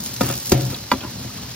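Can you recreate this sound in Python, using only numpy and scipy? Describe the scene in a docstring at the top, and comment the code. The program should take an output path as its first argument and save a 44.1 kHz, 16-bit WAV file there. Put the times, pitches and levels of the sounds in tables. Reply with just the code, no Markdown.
"""Rinsing a dishwasher filter

A thin jet of water runs into a steel dishwasher tub while a hand lifts out the filter.
The jet sizzles on the filter's mesh plate, then falls past it to patter and drum on the tub floor.
The plate knocks as it is gripped and pulls free with a boom of the tub. Water sloshes and drips
off the filter, and its plastic cup clacks and rubs on its seat."""
import sys
import numpy as np
from scipy import signal
from scipy.fft import rfft, irfft
from scipy.io import wavfile

SR = 44100
rng = np.random.default_rng(int(sys.argv[2]) if len(sys.argv) > 2 else 0)


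def store_pcm(level_fs):
    """Save levels as 16-bit WAV."""
    pcm = np.round(np.clip(level_fs, -1, 1) * 32767).astype(np.int16)
    wavfile.write(sys.argv[1], SR, np.atleast_2d(pcm).T)


N = 68355

# A tone table says how strong the low and high parts of a noise are, compared with each other.
# How loud the jet sizzles on the mesh: time_s, level_db
SIZZLE_LEVEL = [(0, -30), (.19, -33.5), (.24, -27), (.33, -27.5), (.41, -32.5), (.46, -29), (.52, -23),
                (.56, -38), (.62, -30.5), (.75, -35), (.9, -50), (1.22, -42), (1.32, -47), (1.55, -75.5)]
# Tone of the sizzle: pitch_hz, level_db
SIZZLE_TONE = [(300, -25), (2000, -19), (3500, -8), (5200, -1), (7500, -2), (9500, 0), (12000, -3),
               (14500, -2.5), (16000, -9)]
# Large drops that spit on the metal: start_s, level_db
SPIT_TIMES = [(.060, -16.5), (0.163, -19.5), (0.338, -18), (0.456, -27), (0.475, -36), (0.608, -20),
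              (0.784, -30)]
# Tone of a spit: pitch_hz, level_db
SPIT_TONE = [(300, -25), (2000, -10), (4300, 0), (6000, -1), (16000, -10)]
# Thin notes of the steel under the jet: pitch_hz, width_hz, level_db
STEEL_NOTES = [(4100, 25, -50.5), (4920, 780, -45.5)]
# Tone of the patter on the tub floor: pitch_hz, level_db
PATTER_TONE = [(100, -10), (400, -1), (700, -1), (1300, -2), (2000, -3), (3000, -1), (4400, 1), (5800, 1),
               (7000, -2.5), (10000, -3), (14000, -5), (16000, -11)]
# Tone of the tub's drumming: pitch_hz, level_db
DRUMMING_TONE = [(20, -36), (45, -18), (65, -0.5), (95, -1.5), (120, 8), (155, -1.5), (212, 0.5),
                 (260, -2.5), (320, -12), (450, -15.5), (900, -17.5), (3000, -102)]
# How loud the tub drums: time_s, level_db
DRUMMING_LEVEL = [(0, -31), (.12, -37.5), (.19, -36), (.3, -30), (.42, -40.5), (.7, -30), (.83, -41),
                  (1.05, -36.5), (1.14, -32), (1.27, -34), (1.34, -38), (1.41, -32.5), (1.55, -39.5)]
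# Knocks of the filter: start_s, plate_db, tub_db, cup_db, crack_db, hardness_db_per_octave
KNOCK_TIMES = [(0.208, -8.5, -22, -20, -10, 0), (0.2143, -31, -33, -37, -15, 3),
               (0.2304, -28, -21, -23, -17.5, 1), (0.3, -22.5, -25, -46, -19, 3.5),
               (.5180, -13, -3.5, -23, -1.5, -1), (0.73, -27.5, -34.5, -55, -51, 0.5),
               (0.9151, -14.5, -30, 0, -12.5, 0), (0.924, -44, -50, -35, -21.5, -4),
               (0.934, -22, -21.5, -13.5, -49, -1.5), (1.246, -30, -36, -52, -58, -6.5)]
# Notes of the mesh plate: pitch_hz, level_db, ring_s (the time to fade by 60 dB)
PLATE_NOTES = [(202.6, -0.5, 0.087), (266.5, -5, 0.13), (526, 1.5, 0.047), (719, -9.5, 0.11),
               (928, -17, 0.087), (1252, -10.5, 0.076), (1407, -11, 0.045), (1777, -23, 0.17),
               (2390, -19, 0.035), (2705, -23, 0.088), (3540, -19.5, 0.068), (4600, -39, 0.04)]
# Notes of the steel tub: pitch_hz, level_db, ring_s
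TUB_NOTES = [(56.7, -14.5, 0.12), (88, 0, 0.068), (128.4, -18, 0.24), (153, 0.5, 0.029), (221, -7.5, 0.11),
             (323.2, -8.5, 0.19), (381.4, 2.5, 0.047), (360, -27.5, 0.69), (536, -10.5, 0.037),
             (552, -26.5, 0.8), (705, -37, 0.62)]
# Notes of the plastic cup: pitch_hz, level_db, ring_s
CUP_NOTES = [(258.7, -4, 0.081), (607, -14, 0.066), (856, -10.5, 0.04), (984, -1, 0.043),
             (1175, -15, 0.071), (1359, -7, 0.032), (1594, -11.5, 0.032), (1987, -12, 0.037),
             (2373, -13, 0.03), (2890, -15, 0.028), (3384, -22.5, 0.06), (3623, -14, 0.017),
             (4527, -14, 0.026)]
# Tone of the crack as two parts meet: pitch_hz, level_db
CRACK_TONE = [(100, 11.5), (700, 1), (1800, 4.5), (2800, -1), (4400, 4.5), (6800, 4.5), (9500, -0.5),
              (13500, 2.5), (16000, -9)]
# Tone of the sheet steel shuddering after a knock: pitch_hz, level_db
SHUDDER_TONE = [(200, -18), (290, 1.5), (365, 4), (410, -13.5), (465, 3), (505, -21), (548, 8.5),
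                (620, -9.5), (720, 2.5), (820, -19), (2000, -19), (4000, -19.5), (9000, -30)]
# Water sloshing off the moving filter: start_s, length_s, level_db
SLOSH_TIMES = [(0.211, 0.16, -34), (0.684, 0.1, -40.5), (0.992, 0.066, -37)]
# Tone of a slosh: pitch_hz, level_db
SLOSH_TONE = [(200, -14), (600, 6), (900, 2), (1400, 5.5), (1900, -5), (2600, 5.5), (6000, -17),
              (16000, -44)]
# Booms of the tub wall: start_s, level_db
BOOM_TIMES = [(0.222, -16), (0.532, -7), (0.616, -13)]
# Drips from the lifted filter: start_s, pitch_hz, level_db
DRIP_TIMES = [(0.744, 3860, -24), (0.744, 4440, -22), (.747, 3380, -26), (1.007, 3200, -26.5),
              (1.302, 1257, -31.5), (1.354, 1780, -34), (1.385, 1170, -30.5)]
# Stereo image; left and right swing opposite ways around 8-12 kHz:
# pitch_hz, likeness (1 = alike), left_lead_rad, left_minus_right_db
STEREO = [(60, 1, 0, .7), (260, .995, -.1, 2.7), (370, .95, -.45, 5), (520, .9, -1.35, 3),
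          (720, .8, -1.5, -1.5), (960, .7, -.3, -5), (1300, .75, 0, 0), (1850, .8, .2, -.5),
          (2700, .55, .8, -1.5), (4000, .2, 1.5, -1), (6400, .7, 2.15, .3), (8200, .997, 3.05, 0),
          (10000, 1, 3.14, 0), (11600, .997, 3.24, 0), (13500, .6, 4.25, 0)]


def gain(db):
    """Turns decibels into a number to multiply by."""
    return 10 ** (np.asarray(db) / 20)


def normalize(x):
    """Scales a signal so that its average strength (rms) is 1."""
    return x / np.sqrt(np.mean(x ** 2) + 1e-20)


def across_pitch(points, column=1):
    """Fills in one column of a table for every frequency."""
    table = np.array(points, float)
    freq_hz = np.fft.rfftfreq(N, 1 / SR)
    return np.interp(np.log(freq_hz + 1), np.log(table[:, 0] + 1), table[:, column])


def since(start):
    """Seconds since start, zero before it."""
    return np.maximum(np.arange(N) / SR - start, 0)


def level_curve(points):
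    """A gain that glides through points of time_s, level_db."""
    return gain(np.interp(since(0), *np.transpose(points)))


def noise(tone, loudness):
    """Noise with a given tone and loudness curve, partly alike on the left and right."""
    first, second = rfft(rng.standard_normal((2, N)) * loudness)
    alike = np.clip(across_pitch(STEREO, column=1), 0, 1)
    common = np.sqrt((1 + alike) / 2) * first
    apart = np.sqrt((1 - alike) / 2) * second
    tone_gain = normalize(gain(across_pitch(tone)))
    return irfft(np.array([common + apart, common - apart]) * tone_gain, N)


def burst(start, rise_s, fall_s):
    """A loudness curve that rises quickly, then dies away."""
    t = since(start)
    return (1 - np.exp(-(t / rise_s) ** 2)) * np.exp(-t / fall_s)


def swell(start, length_s):
    """A loudness curve that rises and falls in one smooth arch."""
    return np.sin(np.pi * np.minimum(since(start) / length_s, 1))


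def flicker(per_s, spread_db, fall_s, wash):
    """A loudness curve of tiny random hits of uneven size over a steady wash."""
    sizes = gain(spread_db * np.minimum(rng.exponential(1, N), 3))
    hits = sizes * (rng.random(N) < per_s / SR)
    power = signal.lfilter([1], [1, -np.exp(-2 / (fall_s * SR))], hits ** 2)  # each hit fades
    return normalize(np.sqrt(power / (power.mean() + 1e-20) + wash))


def ring(notes, start, rise_cycles, hardness_db=0):
    """The fading notes of a struck object; a harder hit favours those above 400 Hz."""
    t = since(start)
    sound = np.zeros(N)
    for k, (hz, db, ring_s) in enumerate(notes):
        fade = gain(db + hardness_db * np.log2(hz / 400) - 60 * t / ring_s)
        rise = 1 - np.exp(-(t * hz / rise_cycles) ** 2)
        sound += (-1) ** k * fade * rise * np.sin(2 * np.pi * hz * t)  # every other note is flipped
    return sound


def jet():
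    """Fine droplets sizzle on the mesh; a few large ones spit."""
    droplets = flicker(per_s=700, spread_db=5.5, fall_s=.003, wash=.25)
    sizzle = noise(SIZZLE_TONE, level_curve(SIZZLE_LEVEL) * droplets)
    spits = sum(gain(db) * burst(start, rise_s=.0008, fall_s=.0035) for start, db in SPIT_TIMES)
    return sizzle + noise(SPIT_TONE, spits)


def singing_steel():
    """The jet keeps the steel ringing faintly around two high pitches."""
    freq_hz = np.fft.rfftfreq(N, 1 / SR)
    sound = np.zeros((2, N))
    for hz, width_hz, db in STEEL_NOTES:
        hiss = rfft(rng.standard_normal((2, N)))
        band = irfft(hiss / (1 + ((freq_hz - hz) / width_hz) ** 2), N)
        sound += gain(db) * normalize(band)
    return sound


def tub_floor():
    """Water patters on the wet steel and drums out the tub's low notes."""
    drops = flicker(per_s=1300, spread_db=5.5, fall_s=.011, wash=.21)
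    patter = noise(PATTER_TONE, gain(-35.5) * drops)
    drumming = flicker(per_s=300, spread_db=2, fall_s=.004, wash=.8)
    return patter + noise(DRUMMING_TONE, level_curve(DRUMMING_LEVEL) * drumming)


def knocks():
    """Each knock makes a sharp crack and rings the plate, tub and cup; the tub shudders on."""
    ringing, crack, shudder = np.zeros((3, N))
    for start, plate_db, tub_db, cup_db, crack_db, hardness_db in KNOCK_TIMES:
        ringing += gain(plate_db) * ring(PLATE_NOTES, start, rise_cycles=1, hardness_db=hardness_db)
        ringing += gain(tub_db) * ring(TUB_NOTES, start, rise_cycles=1, hardness_db=hardness_db)
        ringing += gain(cup_db) * ring(CUP_NOTES, start, rise_cycles=3, hardness_db=hardness_db)
        snap = burst(start, rise_s=.0019, fall_s=.0025)
        tail = gain(-14) * burst(start, rise_s=.0019, fall_s=.012)
        crack += gain(crack_db) * (snap + tail)
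        shudder += gain(tub_db - 14.5) * burst(start, rise_s=.0047, fall_s=.07)
    return ringing + noise(CRACK_TONE, crack) + noise(SHUDDER_TONE, shudder)


def sloshes():
    """Short swells of heavier drops run off the filter."""
    swells = sum(gain(db) * swell(start, length_s) for start, length_s, db in SLOSH_TIMES)
    drops = flicker(per_s=290, spread_db=3, fall_s=.0021, wash=.9)
    return noise(SLOSH_TONE, swells * drops)


def booms():
    """The tub's broad wall flexes as the filter lets go: one low note with a soft start."""
    pitch_hz = 128.6
    sound = np.zeros(N)
    for start, db in BOOM_TIMES:
        note = np.sin(2 * np.pi * pitch_hz * since(start))
        sound += gain(db) * burst(start, rise_s=.018, fall_s=.045) * note
    return sound


def drips():
    """Single drips plink into the puddle."""
    ring_s = .03
    return sum(ring([(hz, db, ring_s)], start, rise_cycles=1.7) for start, hz, db in DRIP_TIMES)


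def cup_scrape():
    """The cup rubs on its seat: tiny slips ring it, and the contact cuts each ring short."""
    slips = rng.standard_normal(N) * swell(start=1.02, length_s=.073)
    slips *= flicker(per_s=250, spread_db=4, fall_s=.003, wash=.5)
    short_notes = [(hz, db, ring_s * .35) for hz, db, ring_s in CUP_NOTES]
    cup = ring(short_notes, start=0, rise_cycles=1, hardness_db=-4.5)
    return gain(-33) * signal.fftconvolve(slips, cup / np.linalg.norm(cup))[:N]


def scene():
    """Running water and the handled filter, close by."""
    running_water = jet() + singing_steel() + tub_floor()
    return running_water + knocks() + sloshes() + booms() + drips() + cup_scrape()


def record(dry):
    """Sets left-right phase and balance by pitch, rounds off the peaks and cuts the top treble."""
    ceiling, cutoff_hz = .92, 15900
    left_gain = gain(across_pitch(STEREO, column=3) / 2)
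    left = left_gain * np.exp(.5j * across_pitch(STEREO, column=2))
    stereo = irfft(rfft(dry) * np.array([left, 1 / left]), N)  # the right gets the opposite change
    rounded = stereo / (1 + (stereo / ceiling) ** 6) ** (1 / 6)
    treble_cut = signal.firwin(511, cutoff_hz, window=("kaiser", 9), fs=SR)
    return signal.oaconvolve(rounded, treble_cut[None], "same")


dry = scene()
out = record(dry)
store_pcm(out)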